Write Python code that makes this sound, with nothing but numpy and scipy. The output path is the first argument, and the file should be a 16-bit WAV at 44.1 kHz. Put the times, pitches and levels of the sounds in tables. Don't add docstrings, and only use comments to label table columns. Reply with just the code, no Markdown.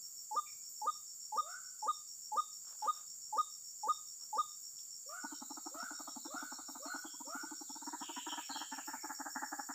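import sys
import numpy as np
from scipy import signal
from scipy.fft import rfft, irfft, next_fast_len
from scipy.io import wavfile
from scipy.ndimage import map_coordinates

SR = 44100
rng = np.random.default_rng(int(sys.argv[2]) if len(sys.argv) > 2 else 0)


def put_to_file(sound):
    columns = np.atleast_2d(sound).T
    safe = np.clip(columns, -1, 1)
    whole_steps = np.round(safe * 32767)
    wavfile.write(sys.argv[1], SR, whole_steps.astype(np.int16))


N = 429534

# freq_hz, t60_s
GROVE_DECAY = [(200, 0.17), (1200, 0.31), (3700, 0.35), (10000, 0.21)]
# freq_hz, gain_db
GROVE_EQ = [(150, -2), (290, 5), (550, -2), (870, -4.5), (1100, -3.5), (1330, 0), (1500, 2), (1750, 6),
            (2100, 7), (3500, -1.5)]
# freq_hz, gain_db
AIR_EQ = [(20, -29.5), (45, -18), (75, -4), (130, 0), (200, -4), (330, -9), (800, -15.5), (1350, -7.5),
          (2000, -27), (3000, -22), (4200, -25), (8000, -32)]
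# freq_hz, gain_db
LEAF_EQ = [(200, -19), (600, 1.5), (1400, 9), (2000, -9.5), (3500, -4), (9000, -25), (15000, -15.5)]
# peak_s, length_s, relative_level_db
RUSTLE_CUES = [(2.709, 0.13, -69), (2.859, .1, -62), (2.988, 0.12, -69.5), (4.226, 0.048, -71)]
# freq_hz, gain_db
CICADA_EQ = [(4100, -39), (4600, -16.5), (5000, -25.5), (5650, -16), (6200, -26), (6600, -7), (7000, 0.5),
             (7500, -2), (8100, -12.5), (8800, -23.5), (9300, -29.5), (10000, -36.5), (11000, -20.5),
             (12000, -33), (13200, -33.5), (15500, -48.5)]
# freq_hz, gain_db
KATYDID_EQ = [(11500, -42), (13000, -19), (13900, -3.5), (14500, 2), (15000, -2), (15500, -8.5)]
# time_s, relative_level_db
KATYDID_FADER = [(.8, -64), (1.15, -67), (2.2, -66.5), (8.2, -65.5), (9.3, -63)]
# time_s, chirps_per_s
CHIRP_PACE = [(0, 6.5), (1.3, 6.93), (3.8, 7.1), (6.7, 6.76), (9, 6.92)]
# time_s, relative_level_db
FLOCK_FADER = [(5.2, -67), (5.5, -69), (5.7, -74), (6.3, -64.5), (7.0, -75), (7.3, -81), (7.65, -69),
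               (8.7, -70.5), (9.0, -90)]
# start_s, length_s, pitch_hz, send_level_db, roughness (0 is a pure whistle)
FAR_CALL_CUES = [(0.457, .018, 2360, -64.5, 0.47), (6.515, 0.029, 4310, -61, 0.1),
                 (6.845, 0.072, 4280, -55.5, 0.2), (7.048, 0.032, 3300, -58, 0.24),
                 (8.008, 0.095, 3100, -54.5, 0.81), (8.114, .12, 3100, -54, .8),
                 (8.276, .05, 3150, -47.5, 0.58), (8.36, 0.071, 2960, -58, 1.22),
                 (8.487, 0.0437, 4293, -46, 0.39), (8.513, 0.11, 3207, -51.5, 0.42),
                 (8.684, .16, 2764, -66, 0.87), (8.872, 0.205, 2226, -71.5, 0.62)]
# start_s, relative_level_db
WAIL_CUES = [(1.404, -55), (5.057, -53), (5.708, -52), (6.272, -50.5), (6.792, -50), (7.246, -52)]
# time_s, cluck_count, relative_level_db
CLUCK_CUES = [(5.249, 1, -48), (5.33, 1, -50.5), (5.426, 1, -51), (5.513, 2, -51), (5.67, 1, -49.5),
              (5.757, 1, -54), (5.836, 1, -54), (5.919, 1, -53.5), (6.007, 1, -54), (6.088, 1, -55.5),
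              (6.173, 1, -50), (6.262, 1, -49.5), (6.35, 1, -48), (6.433, 1, -50.5), (6.529, 2, -54),
              (6.697, 2, -53.5), (6.865, 1, -51), (6.952, 1, -49), (7.056, 1, -50.5), (7.146, 1, -62),
              (7.213, 2, -53.5), (7.358, 1, -48.5), (7.442, 1, -48.5), (7.523, 1, -50.5), (7.619, 1, -52),
              (7.705, 3, -54), (7.88, 2, -47.5), (8.021, 1, -50.5), (8.099, 1, -51), (8.177, 1, -51),
              (8.276, 3, -50), (8.506, 3, -52), (8.729, 2, -52.5), (8.887, 2, -52.5), (9.047, 2, -51.5),
              (9.205, 2, -51), (9.367, 2, -49), (9.531, 2, -50.5), (9.701, 1, -49.5)]
# time_s, gap_s
BURST_SPACING = [(7.2, 0.068), (8.3, .054), (9.0, .058), (9.5, 0.065)]
# time_s, opening (0 shut, 1 wide)
BEAK_OPENING = [(5.2, 0.08), (7.8, 0), (7.95, 0.66), (8.7, 1), (9.15, 0.95), (9.35, 1), (9.74, 0.78)]
# freq_hz, gain_db
BEAK_SHUT_EQ = [(400, -28.5), (660, -5), (850, 4), (1080, -5), (1270, 3), (1480, -4), (1680, -50),
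                (2100, -24.5), (4000, -68)]
# freq_hz, gain_db
BEAK_WIDE_EQ = [(380, -36.5), (640, -6), (850, 7), (1100, -5), (1330, 3.5), (1500, -1), (1720, 3),
                (1930, -10), (2100, -29), (4000, -53.5)]
# time_s, clearness_db (tilts the mix from rasp to throat tone), throat_pitch_hz
CLUCK_VOICE = [(5.25, 12, 912), (5.67, 10.5, 838), (5.82, -3, 833), (6.08, -8.5, 962), (6.18, 10, 864),
               (6.3, 10, 869), (6.5, -4.5, 910), (7.05, -3, 876), (7.16, 22.5, 984), (7.36, 10.5, 883),
               (7.78, 15, 876), (7.88, 12, 934), (8.28, 8, 949), (8.6, 7, 888), (9.05, 3.5, 856),
               (9.74, 0.5, 848.4)]
# time_s, level_db
HOOT_CUES = [(.369, -32.5), (.874, -32), (1.38, -32), (1.883, -31.5), (2.376, -31), (2.88, -31),
             (3.384, -30), (3.891, -30.5), (4.386, -30.5)]


def amp(db):
    return 10 ** (np.asarray(db) / 20)


def unit(x):
    return x / np.sqrt(np.mean(x ** 2) + 1e-20)


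def along(points, hz):
    freqs, values = np.transpose(points)
    return np.interp(np.log(hz + 1), np.log(freqs + 1), values)


def curves(rows, t):
    times, *columns = np.transpose(rows)
    return [np.interp(t, times, column) for column in columns]


def wobble(rate, size=N):
    knots = rng.standard_normal(int(size * rate / SR) + 4)
    return map_coordinates(knots, [np.arange(size) * rate / SR + 1])


def coloured(x, eq):
    size = next_fast_len(len(x) + 2048)
    gain = amp(along(eq, np.fft.rfftfreq(size, 1 / SR)))
    return unit(irfft(rfft(x, size) * gain, size)[:len(x)])


def noise(eq):
    return coloured(rng.standard_normal(N), eq)


def turns(hz):
    return 2 * np.pi * (np.cumsum(hz) / SR + rng.random())


def tone(phase):
    return np.sqrt(2) * np.sin(phase)


def swell(t, rise, fall):
    return np.exp(-.5 * (t / np.where(t < 0, rise, fall)) ** 2)


def step(t, width):
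    return .5 + .5 * np.tanh(t / width / 2)


def held(t, length, attack, release):
    ramp = np.clip(np.minimum(t / attack, (length - t) / release), 0, 1)
    return np.sin(np.pi / 2 * ramp) ** 2


def add(track, s, x):
    start = max(round(s * SR), 0)
    part = track[start:start + len(x)]
    part += x[:len(part)]


def grove(x, stretch=1, build_s=0.0083):
    hz, t, grains = signal.stft(rng.standard_normal(SR * 3 // 4), SR, nperseg=256)
    t60_s = stretch * along(GROVE_DECAY, hz)[:, None]
    grains *= amp(-60 * t / t60_s) * (1 - np.exp(-(t / build_s) ** 2))
    grains /= np.linalg.norm(signal.istft(grains, SR, nperseg=256)[1])
    tail = signal.istft(grains * amp(along(GROVE_EQ, hz))[:, None], SR, nperseg=256)[1]
    return signal.fftconvolve(x, tail)


def air():
    return amp(-81.5 + 1.3 * wobble(5.8)) * noise(AIR_EQ)


def rustles(snaps_per_s=180):
    t = np.arange(N) / SR
    handling = sum(amp(db) * swell(t - s, length / 3, length / 3) for s, length, db in RUSTLE_CUES)
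    snaps = (rng.random(N) < snaps_per_s / SR) * amp(2.5 * np.clip(rng.standard_normal(N), -2, 2))
    swish = amp(-3.5 + 2.5 * wobble(52)) * rng.standard_normal(N)
    return amp(1.5) * handling * coloured(unit(snaps) + swish, LEAF_EQ)


def stalk_snap(start_s=4.789, ring_hz=3400, level_db=-58.5, t60_s=.025):
    out = np.zeros(N)
    t = np.arange(0, .04, 1 / SR)
    envelope = amp(level_db - 60 * t / t60_s) * (1 - np.exp(-t / .0005))
    snap = envelope * tone(turns(ring_hz * (1 + .1 * wobble(1500, len(t)))))
    add(out, start_s, snap)
    add(out, start_s, amp(-8) * grove(snap))
    return out


def cicadas(level_db=-51.4):
    return amp(level_db + 0.14 * wobble(1.3) + 0.54 * wobble(120)) * noise(CICADA_EQ)


def katydids():
    sizzle = sum(amp(2.4 * wobble(25) + 0.79 * wobble(100)) * noise(KATYDID_EQ) for _ in range(2))
    return amp(curves(KATYDID_FADER, np.arange(N) / SR)[0] + 3.5) * unit(sizzle)


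def cricket(carrier_hz=5500, fall_hz=450, strokes_per_s=80, dry_db=-58.5):
    out, upper_edge = np.zeros(N), np.zeros(N)
    clock = np.arange(N) / SR
    chirps_done = np.cumsum(curves(CHIRP_PACE, clock)[0]) / SR
    t = np.arange(-.05, .05, 1 / SR)
    for beat in np.interp(np.arange(chirps_done[-1]), chirps_done, clock):
        s = .048 + beat + .004 * rng.normal()
        stroke = (t * strokes_per_s + rng.random()) % 1
        pitch = carrier_hz - fall_hz * (stroke - .5) + 35 * wobble(200, len(t))
        half_length_s = 0.034 + 0.0018 * rng.normal()
        envelope = np.exp(-np.abs(t / half_length_s) ** 6) * amp(1.8 * wobble(83, len(t)))
        chirp = envelope * np.sin(np.pi * stroke) ** 2 * tone(turns(pitch))
        add(out, s + t[0], chirp)
        add(upper_edge, s + t[0], chirp * (1 - stroke) ** 2)
    return amp(dry_db) * (unit(out) + amp(-4.5) * unit(grove(upper_edge)[:N]))


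def flock(twitters_per_s=64, centre_hz=4095):
    out = np.zeros(N)
    t = np.arange(0, .06, 1 / SR)
    for s in np.arange(FLOCK_FADER[0][0], N / SR, 1 / twitters_per_s):
        detune, glide = .085 * rng.normal(), 1.19 * rng.normal()
        pitch = centre_hz * np.exp(detune + glide * t + 0.0256 * wobble(602, len(t)))
        add(out, s + .04 * rng.random(), np.hanning(len(t)) * tone(turns(pitch)))
    return amp(curves(FLOCK_FADER, np.arange(N) / SR)[0] - 3.0) * unit(grove(out)[:N])


def far_birds():
    out = np.zeros(N)
    for s, length, hz, db, roughness in FAR_CALL_CUES:
        size = int(length * SR)
        fall = 1 + 0.0243 * np.linspace(1, -1, size)
        pitch = hz * fall * (1 + 0.091 * roughness * wobble(900, size))
        call = amp(db) * signal.windows.tukey(size, .4) * tone(turns(pitch))
        add(out, s, grove(call, stretch=1.32, build_s=0.001))
    return out


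def wails(start_hz=479, top_hz=761.4, rise_s=.155, length_s=0.15, bright_delay_s=.025):
    out = np.zeros(N)
    t = np.arange(0, length_s, 1 / SR)
    pitch = start_hz + (top_hz - start_hz) * np.sin(np.pi / 2 * t / rise_s)
    low_envelope = amp(-4) * held(t, length_s, 0.0094, 0.017) * swell(t - .078, 0.053, 0.027)
    bright_envelope = held(t - bright_delay_s, length_s - bright_delay_s, attack=.018, release=0.041)
    for s, db in WAIL_CUES:
        phase = turns(pitch * (1 + 0.021 * wobble(356, len(t))))
        level = amp(db + 1.5 * wobble(140, len(t)))
        low = level * low_envelope * tone(phase)
        overtones = tone(3 * phase) + amp(-2.5) * (tone(4 * phase) + tone(5 * phase) + tone(6 * phase))
        grit = amp(-32) * overtones * wobble(300, len(t))
        bright = level * bright_envelope * (tone(2 * phase) + grit)
        add(out, s, low + amp(-5.0) * bright)
        add(out, s, grove(amp(-11.5) * low + amp(3.0) * bright, stretch=1.66, build_s=0.0069))
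    return out


def syrinx_rasp(t, flap_hz, opening, formant_shift, breath=0.8):
    phase = turns(flap_hz * np.exp(.16 * wobble(279.7, len(t))))
    puffs = np.exp(40 * (np.cos(phase) - 1))
    flaps = puffs * (1 + 6 * breath * rng.standard_normal(len(t)))
    flaps += 0.72 * breath * rng.standard_normal(len(t))
    shut = coloured(flaps, np.multiply(BEAK_SHUT_EQ, [formant_shift, 1]))
    wide = coloured(flaps, np.multiply(BEAK_WIDE_EQ, [formant_shift, 1]))
    return unit((1 - opening) * shut + opening * wide)


def cluck(t, s, db, repeat, throat_share=0.52):
    opening = np.clip(curves(BEAK_OPENING, s)[0], 0, 1)
    clear_db, throat_hz = curves(CLUCK_VOICE, s)
    tension, bend, vowel, accent = rng.standard_normal(4)
    thump_db = db + 4 - 3 * repeat
    rasp_db = db + 1 + 7 * opening - (1 - throat_share) * clear_db + repeat
    throat_db = db - 6.5 + 7.5 * opening + throat_share * clear_db + 1.3 * accent
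    chest_hz = 290 + 12 * tension - 700 * t + 12 * wobble(146.8, len(t))
    thump = amp(thump_db) * swell(t + 0.0024, 0.0033, 0.0065 + 0.0031 * opening) * tone(turns(chest_hz))
    glide = (4 * (1 - opening) + 2.53 * bend) * (t - .004)
    pitch = throat_hz * (1 + 0.014 * vowel + glide + 0.02 * wobble(208, len(t)))
    throat = amp(throat_db) * swell(t - .004, 0.0091, 0.0064 + 0.016 * opening) * tone(turns(pitch))
    rasp = syrinx_rasp(t, chest_hz, opening, formant_shift=np.exp(0.036 * vowel))
    rasp *= amp(rasp_db) * swell(t + 0.0048 - 0.0057 * opening, 0.01, 0.012)
    gate = step(t + 0.016 + 0.0014 * opening, 0.0019) * step(.015 + .005 * opening - t, 0.0029)
    return gate * thump, gate * throat, gate * rasp


def clucks():
    out = np.zeros(N)
    t = np.arange(-.03, .05, 1 / SR)
    for start, count, db in CLUCK_CUES:
        for k in range(round(count)):
            s = start + k * curves(BURST_SPACING, start)[0]
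            thump, throat, rasp = cluck(t, s, db, repeat=k > 0)
            send = amp(-11) * thump + amp(-18.5) * throat + amp(-10.5) * rasp
            add(out, s + t[0], thump + throat + rasp)
            add(out, s + t[0], grove(send, stretch=0.7))
    return out


def hoots(low_hz=425, high_hz=607, overshoot_hz=14, lead_s=.06, tail_s=0.037, swell_db_per_s=28.5):
    out = np.zeros(N)
    t = np.arange(-lead_s, tail_s, 1 / SR)
    since_break = t + .0105
    high = step(since_break, 0.0047)
    pitch = low_hz + (high_hz - low_hz) * high + overshoot_hz * swell(t - .008, 0.0026, 0.0062)
    effort_db = -7.5 * step(-t - 0.0026, 0.0022) - 9.5 * swell(since_break, 0.003, 0.0039)
    envelope = held(t - t[0], lead_s + tail_s, attack=.007, release=0.017)
    envelope *= amp(effort_db + swell_db_per_s * t)
    leak = amp(-33.5) * (1 - high) + amp(-48.5) * high + amp(1.5) * swell(since_break, 0.0033, 0.0036)
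    for s, db in HOOT_CUES:
        phase = turns(pitch * (1 + 0.0092 * wobble(157, len(t))))
        level = envelope * amp(db + .6 * wobble(200, len(t)))
        odd = tone(phase) + amp(-18.0) * tone(3 * phase + 0.54 * wobble(280, len(t)))
        voice = level * (tone(2 * phase) + leak * odd)
        chest = tone(turns(275 + 25 * wobble(120, len(t))))
        voice += amp(db - 33.5) * swell(t + 0.01, .017, 0.019) * chest
        hoarseness = amp(db - 28 + 1.03 * s) * swell(t - .008, 0.0034, 0.013)
        overtone = hoarseness * tone(6 * phase + 0.35 * wobble(450, len(t)))
        add(out, s + t[0], voice + overtone)
        add(out, s + t[0], grove(amp(-20) * voice + amp(3.5) * overtone))
    return out


def scene():
    birds = hoots() + clucks() + wails() + far_birds() + flock()
    insects = cricket() + cicadas() + katydids()
    undergrowth = rustles() + air() + stalk_snap()
    return (birds + insects + undergrowth)[None]


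def record(dry, cutoff_hz=15550):
    size = next_fast_len(N + SR // 2)
    passband = np.fft.rfftfreq(size, 1 / SR) < cutoff_hz
    return irfft(rfft(dry, size) * passband, size)[:, :N]


dry = scene()
out = record(dry)
put_to_file(out)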